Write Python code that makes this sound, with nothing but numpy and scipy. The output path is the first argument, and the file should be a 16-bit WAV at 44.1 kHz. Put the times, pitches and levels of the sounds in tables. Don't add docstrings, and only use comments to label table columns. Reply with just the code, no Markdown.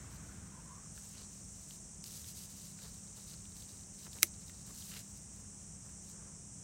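import sys
import numpy as np
from scipy.fft import rfft, irfft, next_fast_len
from scipy.io import wavfile
from scipy.ndimage import map_coordinates

SR = 44100
rng = np.random.default_rng(int(sys.argv[2]) if len(sys.argv) > 2 else 0)


def unload_wav(signal):
    wavfile.write(
        sys.argv[1],
        SR,
        np.round(np.clip(np.atleast_2d(signal).T, -1, 1) * 32767).astype(np.int16),
    )


N = 292691

# frequency in Hz, relative level in dB.
RUMBLE_SPECTRUM = [(20, -39), (32, -14), (48, 0), (75, 1), (105, 1.5), (128, -2.5), (165, 0.5), (210, -8.5),
                   (260, -9.5), (350, -20.5), (600, -43)]
AIR_SPECTRUM = [(150, -12.5), (350, 3.5), (550, 0.5), (1100, -3.5), (1700, -7.5), (2600, -10), (5000, -18),
                (15000, -33)]
OPENING_RUSH_SPECTRUM = [(250, -12), (800, 0), (1500, 6), (2200, -3), (4000, -13), (10000, -26)]
INSECT_SPECTRUM = [(4200, -31), (4900, -18.5), (5400, -7.5), (5850, -2), (6600, -2.5), (7400, -1.5),
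                   (8300, -0.5), (9000, -5), (9700, -13.5), (10500, -24), (12000, -49)]
# frequency in Hz, rms level in dB.
DRONE_TONES = [(167.5, -67.5), (200, -63)]
# start in seconds, length in seconds, pitch in Hz, level in dB.
BIRD_SYLLABLES = [(0.515, .1, 980, -62), (0.649, 0.11, 1060, -60), (0.73, 0.089, 1117, -65),
                  (.825, 0.041, 1194, -69)]

# frequency in Hz, relative level in dB.
BRUSH_SPECTRUM = [(800, -33), (2500, -12.5), (5000, 3), (7000, 2), (10500, 1), (13000, -1), (15800, -3)]
BRISTLE_SPECTRUM = [(2500, -15), (3400, -14), (3800, 0), (4400, -0.5), (5200, -2.5), (7000, -10),
                    (11000, -32.5)]
LEAF_SPECTRUM = [(300, -10), (900, -10), (1800, -5), (2400, -5.5), (2650, -3.5), (2900, 0.5), (3500, -7),
                 (4100, -6), (6000, -34)]
RASP_SPECTRUM = [(2000, -20), (2900, 0), (3600, -10), (4600, -2), (5400, 0), (6200, -6), (8000, -20)]
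RUB_SPECTRUM = [(250, 0), (450, 5), (700, -3), (1200, 1), (1900, -4.5), (3000, -16), (5000, -26)]
CRUNCH_SPECTRUM = [(500, -29), (1000, -25), (1400, -16), (2200, 6), (3200, -3), (4000, -2), (4600, -10),
                   (6000, -2), (9000, 2.5), (11500, -5.5), (15500, 1)]
FOLIAGE_ECHO_SPECTRUM = [(250, -11), (600, 1), (1000, -21), (2200, -11), (4500, -8), (6200, -1), (10500, 0),
                         (13000, 0), (16000, -11)]
# start in seconds, length in seconds, level in dB.
FRUIT_TUGS = [(1.154, 0.13, -69), (2.78, 0.13, -64), (3.15, 0.067, -66.5), (3.303, .06, -69),
              (4.049, 0.037, -60.5), (4.14, 0.056, -62.5), (4.654, 0.075, -62), (4.897, 0.095, -69),
              (5.817, .13, -67), (6.037, 0.34, -67)]
# start in seconds, level in dB (the peak lies 1 dB above it),
# pitch in Hz, 60 dB decay time in seconds.
STALK_TICKS = [(.977, -47, 1700, 0.034), (1.708, -44.5, 3200, 0.018), (2.0406, -35, 5100, .009),
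               (2.108, -40, 4800, .01), (2.244, -43.5, 3400, 0.016), (2.789, -48, 1600, .015),
               (2.819, -47, 4200, .012), (3.454, -48, 3300, 0.015), (3.623, -45, 4050, .012),
               (4.068, -47, 2130, 0.014), (4.131, -38, 4700, .013), (4.186, -45, 2590, 0.011),
               (4.495, -48, 1900, 0.031), (4.823, -41.5, 3300, .02), (4.919, -41, 2900, .012),
               (4.94, -38, 3000, .012), (4.966, -40, 2900, .015)]
# start in seconds, length in seconds,
# level in dB.
LEAF_BENDS = [(1.115, .095, -66), (4.9, .085, -56.5)]
# start in seconds, length in seconds,
# strength of brushing in dB, strength of bristle scraping in dB relative to the brushing.
SLEEVE_STROKES = [(.09, 0.072, -67, 2), (.925, .22, -67, -6), (1.135, .1, -70, 11), (1.28, .12, -73, 1),
                  (1.53, .15, -72, -3), (1.67, .085, -64.5, -2), (2.03, .185, -58, -3.5),
                  (2.24, .07, -58, -4), (2.33, .125, -56.5, -4), (2.47, .25, -64, -2), (2.78, .105, -63, 5),
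                  (2.89, .11, -71, 1), (3.135, .09, -63.5, -1), (3.255, .085, -63.5, 4),
                  (3.48, .025, -66, 2), (3.535, .085, -65, 1), (3.66, .15, -70, 2), (3.965, .11, -66, 0),
                  (4.1, .17, -64.5, 0), (4.37, .04, -71, 6), (4.45, .05, -66, -3), (4.51, .11, -72, 7),
                  (4.635, .11, -64, -1), (4.735, .27, -58, -4), (5.05, .15, -74, -3),
                  (5.37, .025, -70, -10), (5.83, .08, -76, 1), (6.01, .11, -72, 2)]
# start in seconds, level in dB, 60 dB decay time in seconds.
BLADE_CONTACTS = [(4.2304, -45, 0.0045), (4.232, -18.5, 0.0098)]
# frequency in Hz, width in Hz, level in dB.
CLACK_MODES = [(1291.0, 144.0, -31.0), (2155.0, 247.0, -14.0), (2785.0, 249.0, -22.0),
               (3932.0, 275.0, -15.0), (5230.0, 357.0, -13.0), (6176.0, 499.0, -8.0),
               (7172.0, 239.0, -17.0), (7801.0, 246.0, -17.0), (8384.0, 199.0, -22.0),
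               (9055.0, 202.0, -20.0), (9680.0, 158.0, -26.0), (10382.0, 154.0, -23.0),
               (10817.0, 214.0, -20.0), (11632.0, 330.0, -11.0), (13234.0, 263.0, -20.0),
               (13896.0, 268.0, -21.0), (15012.0, 314.0, -23.0)]
# frequency in Hz, level in dB, 60 dB decay time in seconds.
RING_MODES = [(341, -40, 0.08), (2100, -45, 0.056), (4150, -56, .12), (5910, -55, 0.12), (6110, -44, 0.13),
              (7500, -46, 0.087), (10600, -47, 0.1), (10600, -46, .06), (11640, -44, .065)]

GRASP_S, SHUT_S, FREE_S = 2.05, 4.2305, 5.0
STROKE_ATTACK_S, STROKE_RELEASE_S, STROKE_ARCH_DB = .035, .17, 2
TOP_HZ = 15900


def amp(db):
    return 10 ** (np.asarray(db) / 20)


def unit(x):
    return x / np.sqrt(np.mean(x ** 2) + 1e-20)


def wobble(rate):
    return map_coordinates(rng.standard_normal(int(N * rate / SR) + 4), [np.arange(N) * rate / SR])


def filtered(x, response):
    size = next_fast_len(len(x) + SR // 4)
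    return irfft(rfft(x, size) * response(np.fft.rfftfreq(size, 1 / SR)), size)[:len(x)]


def coloured(x, spectrum):
    points_hz, db = np.transpose(spectrum)
    return unit(filtered(x, lambda hz: amp(np.interp(np.log(hz + 1), np.log(points_hz), db))))


def noise(spectrum, size=N):
    return coloured(rng.standard_normal(size), spectrum)


def grains(spectrum, rate, spread_db, smooth):
    clicks = (rng.random(N) < rate / SR) * rng.choice([-1, 1], N)
    sizes = amp(spread_db * np.clip(rng.standard_normal(N), -2, 2))
    return coloured(unit(clicks * sizes) + smooth * rng.standard_normal(N), spectrum)


def add(track, start, sound):
    track[round(start * SR):][:len(sound)] += sound


def fade(t, t60):
    return np.exp(-np.log(1000) * t / t60)


def ramp_down(start_s, end_s):
    return np.interp(np.arange(N) / SR, [start_s, end_s], [1, 0])


def stroke(start, length):
    t = np.arange(N) / SR - start
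    rise = np.clip(t / STROKE_ATTACK_S, 0, 1)
    arch = amp(STROKE_ARCH_DB * (np.sin(np.pi * np.clip(t / length, 0, 1)) - 1))
    return rise * arch * fade(np.clip(t - length, 0, 1), STROKE_RELEASE_S)


def surroundings():
    unrest = ramp_down(0, 0.83)
    rumble = amp(-56.55 + 5.5 * unrest + 0.3 * wobble(8.1)) * noise(RUMBLE_SPECTRUM)
    air = amp(-67.8 + 4 * unrest + 0.42 * wobble(7.8)) * noise(AIR_SPECTRUM)
    drone = np.zeros(N)
    for hz, db in DRONE_TONES:
        gain = np.sqrt(2) * amp(db + 1.1 * wobble(2.99))
        drone += gain * np.sin(2 * np.pi * np.cumsum(hz + 1.48 * wobble(4)) / SR)
    return rumble + air + drone


def opening_rush():
    return amp(-64) * ramp_down(0, 1.23) ** 0.75 * noise(OPENING_RUSH_SPECTRUM)


def bird():
    track = np.zeros(N)
    for start, length, hz, db in BIRD_SYLLABLES:
        arch = np.sqrt(np.abs(np.sin(np.linspace(0, np.pi, round(length * SR)))))
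        phase = 2 * np.pi * hz * np.arange(N) / SR
        hoarse = unit(wobble(212) * np.sin(phase) + wobble(218) * np.cos(phase))
        add(track, start, amp(db) * arch * hoarse[:len(arch)])
    return track


def insects():
    chorus_db = -54 - 3 * ramp_down(0.61, 0.93)
    chirr = np.zeros(N)
    for rate in np.geomspace(70, 300, num=4):
        pulses = np.cos(2 * np.pi * np.cumsum(rate * (1 + .08 * wobble(3))) / SR)
        chirr += (1 + 0.17 * pulses) * rng.standard_normal(N)
    return amp(chorus_db + 0.27 * wobble(13)) * coloured(chirr, INSECT_SPECTRUM)


def bristle_snaps():
    snaps = grains(BRISTLE_SPECTRUM, rate=22, spread_db=3, smooth=0)
    return amp(-75) * stroke(GRASP_S, FREE_S - GRASP_S) * snaps


def fruit_tugs():
    track = np.zeros(N)
    rub = grains(RUB_SPECTRUM, rate=400, spread_db=4.5, smooth=.6)
    for start, length, db in FRUIT_TUGS:
        arch = np.sin(np.linspace(0, np.pi, round(length * SR)))
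        add(track, start, amp(db) * arch * rub[round(start * SR):][:len(arch)])
    return track


def stalk_ticks():
    track, t = np.zeros(N), np.arange(SR // 20) / SR
    for start, db, hz, t60 in STALK_TICKS:
        band = [(hz / 4, -28), (hz / 1.4, -10), (hz, 0), (hz * 1.3, -8), (hz * 3, -19)]
        crack = noise(band, size=len(t)) * fade(t, t60)
        add(track, start, amp(db + 1) * crack / np.abs(crack).max())
    return track


def leaf_bends():
    push = sum(amp(db) * stroke(start, length) for start, length, db in LEAF_BENDS)
    flutter = amp(1.5 * wobble(70))
    crinkle = grains(LEAF_SPECTRUM, rate=400, spread_db=2, smooth=.8)
    rasp = amp(-5) * grains(RASP_SPECTRUM, rate=350, spread_db=3, smooth=.5)
    return push * flutter * (crinkle + rasp)


def handling():
    t = np.arange(N) / SR
    held_db = 3.5 * (t > GRASP_S) - 11 * np.maximum(t - FREE_S, 0)
    brush_power = amp(-80 + 2.5 * wobble(14) + held_db) ** 2
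    bristle_power = brush_power * amp(-2) ** 2
    for start, length, db, scrape_db in SLEEVE_STROKES:
        power = (amp(db) * stroke(start, length)) ** 2
        brush_power += power
        bristle_power += power * amp(scrape_db) ** 2
    uneven_db = 1.2 * wobble(40)
    brush_db, bristle_db = 10 * np.log10([brush_power, bristle_power]) + uneven_db
    leaf_db = -73 + .55 * (brush_db + 65)
    return brush_db, bristle_db, leaf_db


def vine_rustle():
    brush_db, bristle_db, leaf_db = handling()
    clumps = wobble(70)
    brush = grains(BRUSH_SPECTRUM, rate=1500, spread_db=2.5, smooth=0.89)
    hair_flicks = grains(BRUSH_SPECTRUM, rate=60, spread_db=4, smooth=0)
    bristles = grains(BRISTLE_SPECTRUM, rate=390, spread_db=4.5, smooth=0.44)
    leaves = grains(LEAF_SPECTRUM, rate=400, spread_db=0.5, smooth=1.0)
    return (amp(brush_db + 4.5 + 1.1 * clumps) * brush
            + amp(brush_db - 4 + 1.5 * clumps) * hair_flicks
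            + amp(bristle_db - 1 + 1.9 * clumps) * bristles
            + amp(leaf_db + 1.3 * wobble(40)) * leaves)


def shears():
    track, t = np.zeros(N), np.arange(SR // 6) / SR
    add(track, 4.224, amp(-35.5) * noise(CRUNCH_SPECTRUM, size=len(t)) * fade(t, 0.092))
    for start, db, t60 in BLADE_CONTACTS:
        add(track, start, amp(db) * noise(CRUNCH_SPECTRUM, size=len(t)) * fade(t, t60))
    clack = sum((-1) ** k * amp(db) * np.exp(-np.pi * width * t) * np.cos(2 * np.pi * hz * t)
                for k, (hz, width, db) in enumerate(CLACK_MODES))
    add(track, SHUT_S, clack * (1 - fade(t, .001)))
    ring = sum(amp(db) * np.sin(2 * np.pi * hz * t) * fade(t, t60) for hz, db, t60 in RING_MODES)
    add(track, SHUT_S, ring * (1 - fade(t, 0.0073)))
    echoes = amp(-33.5) * fade(t, 0.062) + amp(-51) * fade(t, .12)
    add(track, SHUT_S, echoes * (1 - fade(t, 0.017)) * noise(FOLIAGE_ECHO_SPECTRUM, size=len(t)))
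    return track


def scene():
    garden = insects() + surroundings() + opening_rush() + bird()
    picking = shears() + vine_rustle() + leaf_bends() + fruit_tugs() + stalk_ticks() + bristle_snaps()
    return (garden + picking)[None]


def record(dry):
    return np.array([filtered(x, lambda hz: 1 / np.sqrt(1 + (hz / TOP_HZ) ** 200)) for x in dry])


dry = scene()
out = record(dry)
unload_wav(out)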